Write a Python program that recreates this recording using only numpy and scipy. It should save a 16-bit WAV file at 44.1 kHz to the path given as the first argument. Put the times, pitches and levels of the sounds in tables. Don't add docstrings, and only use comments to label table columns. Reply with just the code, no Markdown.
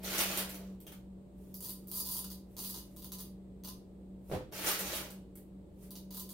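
import sys
import numpy as np
from scipy import signal
from scipy.fft import rfft, irfft, next_fast_len
from scipy.io import wavfile
from scipy.ndimage import uniform_filter1d, map_coordinates

SR = 44100
rng = np.random.default_rng(int(sys.argv[2]) if len(sys.argv) > 2 else 0)


def to_wav(s):
    ch = np.atleast_2d(s).T
    pcm = np.round(np.clip(ch, -1, 1) * 32767)
    wavfile.write(sys.argv[1], SR, pcm.astype(np.int16))


N = 279153


def amp(db):
    return 10 ** (np.asarray(db) / 20)


def unit(x):
    return x / np.sqrt(np.mean(x ** 2) + 1e-20)


def unit_energy(x):
    return x / np.sqrt(np.sum(x ** 2, axis=-1, keepdims=True) + 1e-20)


def along(points, hz):
    f, v = np.transpose(points)
    return np.interp(np.log(hz + 1), np.log(f + 1), v)


def envelope(strokes, top_db, grows):
    t = np.arange(N) / SR
    gain = np.zeros(N)
    for rows in strokes:
        effort_db = np.interp(t, *np.transpose(rows))
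        active = (t >= rows[0][0]) & (t <= rows[-1][0])
        gain += amp(top_db + grows * effort_db) * active
    return gain


def wobble(rate):
    knots = rng.standard_normal(int(N * rate / SR) + 4)
    return map_coordinates(knots, [np.arange(N) * rate / SR])


def filtered(x, gain):
    m = next_fast_len(N + SR // 2)
    return irfft(rfft(x, m) * gain(np.fft.rfftfreq(m, 1 / SR)), m)[..., :N]


def above(x, hz, order=3):
    return signal.sosfilt(signal.butter(order, hz, "highpass", fs=SR, output="sos"), x)


def through(x, response):
    response = response.reshape((1,) * (x.ndim - 1) + (-1,))
    return signal.oaconvolve(x, response, axes=-1)[..., :N]


def colour(x, spectrum, size=4096):
    cepstrum = irfft(np.log(amp(along(spectrum, np.fft.rfftfreq(size, 1 / SR)))))
    fold = np.r_[1, np.full(size // 2 - 1, 2), np.zeros(size // 2)]
    response = irfft(np.exp(rfft(cepstrum * fold)))
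    return through(x, unit_energy(response))


def ring(x, modes):
    t = np.arange(SR // 2) / SR
    response = np.zeros(len(t))
    for hz, db, t60 in modes:
        decaying = np.sin(2 * np.pi * hz * t) / 1000 ** (t / t60)
        response += amp(db) * unit_energy(decaying)
    return through(x, response)


def contacts(times, gains, t60, size=384):
    k = np.arange(size)
    decay = np.exp(-np.log(1000) * k / SR / t60)
    cracks = unit_energy(rng.standard_normal((len(times), size)) * decay)
    at = np.maximum(times * SR, 0).astype(int)[:, None] + k
    return np.bincount(at.ravel(), (cracks * gains[:, None]).ravel(), N)[:N]


def series(starts, lengths, rate, scatter_db, count=10):
    k = np.arange(count)
    chance = rng.uniform(-1, 1, (len(starts), 2, count)) * (k > 0)
    times = starts[:, None] + (k + .4 * chance[:, 0]) / rate
    running = np.clip(np.maximum(lengths, 0)[:, None] * rate + 1 - k, 0, 1)
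    return times, running * amp(scatter_db * chance[:, 1])


def bounces(times, flight, keep, count=6):
    hops = flight * rng.uniform(.25, 1.75, (len(times), count))
    fading = np.clip(keep, 0, 1).reshape(-1, 1) ** np.arange(count)
    sizes = fading * amp(2 * rng.standard_normal(hops.shape))
    hops[:, 0], sizes[:, 0] = 0, 1
    return times[:, None] + np.cumsum(hops, axis=1), unit_energy(sizes)


def grains(rate, spread_db, t60):
    count = int(rate * N / SR)
    chance = rng.random((count, 2))
    times = (np.arange(count) + 2 * chance[:, 0]) / rate
    slips = amp(1.64 * wobble(70))
    x = contacts(times, amp(-spread_db * np.sqrt(chance[:, 1])), t60) * slips
    return x / np.sqrt(np.abs(uniform_filter1d(x ** 2, SR // 20)) + 1e-12)


# pitch_hz [Hz], side_over_mid_db [dB]
WIDTH = [(150, -12), (300, -11), (600, -4), (1200, -0.5), (6800, 0.5), (7800, -12.5), (16000, -13.5)]


def stereo(mid, side):
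    side = filtered(side, lambda hz: amp(along(WIDTH, hz)))
    return np.array([mid + side, mid - side])


# pitch_hz [Hz], t60_s [s]
KITCHEN_DECAY = [(100, 0.61), (500, 0.2), (1500, 0.33), (4000, 0.33), (9000, 0.26), (16000, 0.21)]


def kitchen(x, wet_db, gap=0.00014, count=3):
    noise = rng.standard_normal((2 * count, SR // 3))
    hz, t, z = signal.stft(noise, SR, nperseg=256)
    decay = np.exp(-np.log(1000) * t / along(KITCHEN_DECAY, hz)[:, None])
    tails = signal.istft(z * decay, SR, nperseg=256)[1]
    onset = 1 - np.exp(-np.arange(tails.shape[1]) / SR / gap)
    tails = unit_energy(tails * onset)
    spot = np.arange(N) // (SR // 50) % count
    mid, side = (sum(through(x * (spot == k), tail) for k, tail in enumerate(group))
                 for group in np.split(tails, 2))
    return (x + amp(wet_db) * stereo(mid, side)) / np.hypot(1, amp(wet_db))


# pitch_hz [Hz], relative_level_db [dB per Hz]
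RUSH_SPECTRUM = [(22, -9.5), (55, 1.5), (90, -2.5), (160, 0), (240, -5), (310, 0), (410, -4), (600, -15),
                 (900, -23.5), (1500, -37), (4000, -40), (6000, -49), (8200, -38), (10000, -46.5)]
RUSH_DB = -59.5
# [dB, before a 1.5 dB lift]
HUM_LEVEL = [
    [(0.0, -50), (0.75, -50.5), (0.94, -63), (0.96, -54), (3.79, -53.5), (3.82, -57), (4.27, -52.5)],
    [(4.46, -53.5), (4.782, -60), (4.824, -49.5), (5.642, -56.5), (5.662, -66), (5.866, -52), (6.33, -50)],
]
HUM_HZ = 189.7
# pitch_hz [Hz], level_db [dB rms]
HUM_LINES = [(59.3, -60), (119, -77.5), (584, -73)]


def tone(hz, waver):
    t = np.arange(N) / SR
    drift = 1 + waver * (wobble(14) + 1j * wobble(21))
    return unit(np.real(np.exp(2j * np.pi * hz * t) * drift))


def background():
    t = np.arange(N) / SR
    air = filtered(rng.standard_normal((2, N)), lambda hz: amp(along(RUSH_SPECTRUM, hz)))
    air = air * amp(RUSH_DB) / np.std(filtered(air[0], lambda hz: hz > 230))
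    level_db = np.interp(t, *np.concatenate(HUM_LEVEL).T) + 1.5
    main_hum = amp(level_db) * tone(HUM_HZ, waver=.35)
    weaker_hum = sum(amp(db) * tone(hz, waver=0.25) for hz, db in HUM_LINES)
    return stereo(*air) + main_hum + weaker_hum


# start_s [s], length_s [s], relative_level_db [dB]
RUBS = [(1.396, 0.14, -66), (1.78, .09, -68), (2.51, 0.046, -67), (2.825, 0.14, -66), (4.324, .005, -48),
        (5.826, 0.018, -55.5)]
RUB_RISE_DB_PER_S, RUB_FALL_DB_PER_S = 273, 402
# pitch_hz [Hz], relative_level_db [dB per Hz]
CRUNCH = [(400, -14), (900, -0.5), (1350, 1.5), (1700, -1.5), (2500, 0.5), (3300, -0.5), (5000, -1.5),
          (6700, -3.5), (7400, -7), (9000, -47)]
# pitch_hz [Hz], relative_level_db [dB per Hz]
CRACKLE = [(5000, -20.5), (7400, -4.5), (8500, 1.5), (11000, 3), (12500, 4), (14300, 4), (16000, 1.5)]


def hand():
    t = np.arange(N) / SR
    strokes = np.zeros(N)
    for start, length, db in RUBS:
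        rise_db = RUB_RISE_DB_PER_S * np.maximum(start - t, 0)
        fall_db = RUB_FALL_DB_PER_S * np.maximum(t - start - length, 0)
        strokes += amp(db - rise_db - fall_db)
    friction = grains(rate=2000, spread_db=18, t60=.003)
    rub = kitchen(friction * strokes, wet_db=13)
    return amp(-15.5) * colour(rub, CRUNCH) + amp(-5) * colour(rub, CRACKLE)


# start_s [s], chatter_length_s [s], relative_level_db [dB]
BUMPS = [(4.299, 0.0048, -8.5), (4.315, 0.035, -1.5), (4.409, 0.0056, -9)]
CHATTER_PER_S, CHATTER_SCATTER_DB = 96, 1
# pitch_hz [Hz], relative_energy_db [dB], t60_s [s]
THUD = [(62, -16, 0.35), (115, -20, 0.2), (185, -7, .2), (312, -15, .15), (400, -12, .07),
        (513.6, -1, 0.22), (640, -12, 0.12)]
# pitch_hz [Hz], relative_level_db [dB per Hz]
KNOCK = [(30, -20), (100, -0.5), (250, -6.5), (550, 0), (750, -7), (1500, -22.5), (4000, -28.5),
         (10000, -43)]


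def bump():
    start, length, db = np.transpose(BUMPS)
    times, sizes = series(start, length, CHATTER_PER_S, CHATTER_SCATTER_DB)
    gains = amp(db)[:, None] * sizes
    blows = np.bincount((times * SR).astype(int).ravel(), gains.ravel(), N)
    rattle = kitchen(blows ** 2, wet_db=9.5)
    return amp(-10) * ring(blows, THUD) + amp(-6) * colour(rattle, KNOCK)


# time_s [s], effort_db [dB]
EFFORT = [
    [(0, -37.5), (.034, -13.5), (.16, -7), (.204, 0.5), (.25, -11.5), (.40, -9), (.46, -27), (.62, -34.5),
     (.75, -50)],
    [(4.51, -45), (4.538, -14.5), (4.62, -13), (4.672, 0), (4.77, -14), (4.88, -12), (4.96, -10),
     (5.12, -36), (5.25, -75)],
]
# relative dB at 0 dB effort, dB gained per dB of effort
DIG_CRUNCH, DIG_CRACKLE, DIG_BODY = (-32, 1.0), (-33, 1.174), (-43, 0.52)
# start_s [s], relative_energy_db [dB], dull_part_db [dB relative to the bright part]
SNAPS = [(0.374, -5.5, -2.5), (0.494, -18, -2.5), (0.544, -21, -5), (0.803, -30.5, -9.5), (0.867, -25, 0),
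         (0.9198, -28, 1), (4.5233, -28, 8), (4.79, -9.5, -6), (4.9506, -10, -9.5), (5.104, -24.5, -5.5),
         (5.355, -26, -12)]
SNAP_BODY_DB = -5.5
# pitch_hz [Hz], relative_level_db [dB per Hz]
JAR_BODY = [(100, -11), (250, -12), (350, -0.5), (600, 1.5), (780, -7.5), (1000, -10.5), (1800, -26.5)]
# pitch_hz [Hz], relative_energy_db [dB], t60_s [s]
JAR_MODES = [(456, -19, .2), (512, -15, .3), (1341, -20, .2), (1957, -21, .2), (2231, -20, .3),
             (2466, -18, .45), (2822, -21, .35), (2930, -20, .6), (2990, -20, .6), (3232, -18, .3)]


def jar():
    churn = grains(rate=750, spread_db=21.0, t60=0.0023)
    crunch, crackle, body = (churn * envelope(EFFORT, *voice) for voice in (DIG_CRUNCH, DIG_CRACKLE, DIG_BODY))
    start, db, dull_db = np.transpose(SNAPS)
    times, sizes = bounces(start, flight=0.0068, keep=0.63, count=3)

    def snaps(level_db):
        gains = amp(level_db)[:, None] * sizes
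        return contacts(times.ravel(), gains.ravel(), t60=0.011)

    crunch = kitchen(crunch + snaps(db + dull_db), wet_db=7)
    crackle = kitchen(crackle + snaps(db), wet_db=7.5)
    body = kitchen(body + snaps(db + dull_db + SNAP_BODY_DB), wet_db=1.5)
    beans = amp(-2.0) * colour(crunch, CRUNCH) + amp(3.0) * colour(crackle, CRACKLE)
    plastic = amp(1.5) * colour(body, JAR_BODY) + amp(-10.0) * ring(crunch, JAR_MODES)
    return beans + plastic


# start_s [s], trickle_length_s [s], relative_energy_per_bean_db [dB], clack_db [dB relative to the tick]
POURS = [(1.542, 0.0074, -12.5, -13), (1.606, 0.011, -11.5, -8.5), (1.627, 0.075, -12, -7),
         (1.873, 0.022, -20.5, -11), (1.915, 0.0018, -7, -7.5), (1.942, 0.025, -4.5, -10.5),
         (1.977, 0.015, -6, -10.5), (2.051, 0.027, -8.5, -6.5), (2.089, 0.048, -7.5, -8.5),
         (2.149, 0.041, -9.5, -7.5), (2.243, 0, -11.5, -1), (2.303, 0.011, -14.5, -1.5),
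         (2.567, 0.023, -14, -1), (2.603, 0.093, -10.5, -6.5), (2.742, 0.029, -12, -0.5),
         (2.964, 0.0079, -18, -5), (3.021, 0.027, -20, 0.5), (3.12, 0.0014, -11.5, 0.5),
         (3.186, 0.021, -12.5, -3), (3.637, 0.014, -20.5, 2), (3.675, 0, -13.5, 3),
         (5.907, 0.0015, -16.5, -4.5), (5.955, 0.0034, -17.5, 1.5), (6.107, 0.035, -19.5, 1),
         (6.146, .052, -13.5, -4.5), (6.292, 0, -13, -4)]
BEANS_PER_S, BEAN_SCATTER_DB = 58, 7
# pitch_hz [Hz], relative_level_db [dB per Hz]
TICK = [(2800, -69), (5300, -18), (7500, -15.5), (9500, -6), (12000, -4), (14000, -0.5), (16000, -3.5)]
# pitch_hz [Hz], relative_level_db [dB per Hz]
CLACK = [(300, -1), (700, -11.5), (1050, -2.5), (1500, -13.5), (2350, -16.5), (2900, -8), (3600, -2),
         (4600, 1.5), (5300, -6), (6400, -2), (7600, -12), (10000, -13)]
# pitch_hz [Hz], relative_energy_db [dB], t60_s [s]
CUP_MODES = [(1025, -13, .11), (1230, -23, .06), (2960, -19, .06), (3820, -32, .12), (4600, -22, .05),
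             (4750, -18, .12), (4860, -20, .08), (9138, -20, .25), (13325, -27, .15)]
FILLING_S = [2.15, 3.8]
MUFFLE_DB = 5
WALL_CUT_HZ = 4800


def cup():
    start, length, db, clack_db = np.transpose(POURS)
    landings, weights = series(start, length, BEANS_PER_S, BEAN_SCATTER_DB)
    db, clack_db = (np.repeat(column, landings.shape[1]) for column in (db, clack_db))
    keep = np.interp(db, [-17, -5], [.76, .88])
    times, sizes = bounces(landings.ravel(), flight=.005, keep=keep)
    blows = (amp(db) * weights.ravel())[:, None] * sizes
    clack_blows = blows * amp(clack_db)[:, None]
    tick = kitchen(contacts(times.ravel(), blows.ravel(), t60=0.0032), wet_db=4.0)
    clack = kitchen(contacts(times.ravel(), clack_blows.ravel(), t60=0.01), wet_db=0.5)
    fill = np.interp(np.arange(N) / SR, FILLING_S, [0, 1])
    hollow = ring(clack * amp(-8.5 + 1.2 * fill), CUP_MODES[:3])
    wall = ring(above(tick, WALL_CUT_HZ) * amp(-1.5 - MUFFLE_DB * fill), CUP_MODES[3:])
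    return amp(-2) * colour(tick, TICK) + amp(-9) * colour(clack, CLACK) + hollow + wall


def scene():
    work = hand() + bump() + jar() + cup()
    return background() + work * amp([[-.5], [.5]])


TOP_HZ = 15800


def record(dry):
    return filtered(dry, lambda hz: 1 / np.sqrt(1 + (hz / TOP_HZ) ** 400))


dry = scene()
out = record(dry)
to_wav(out)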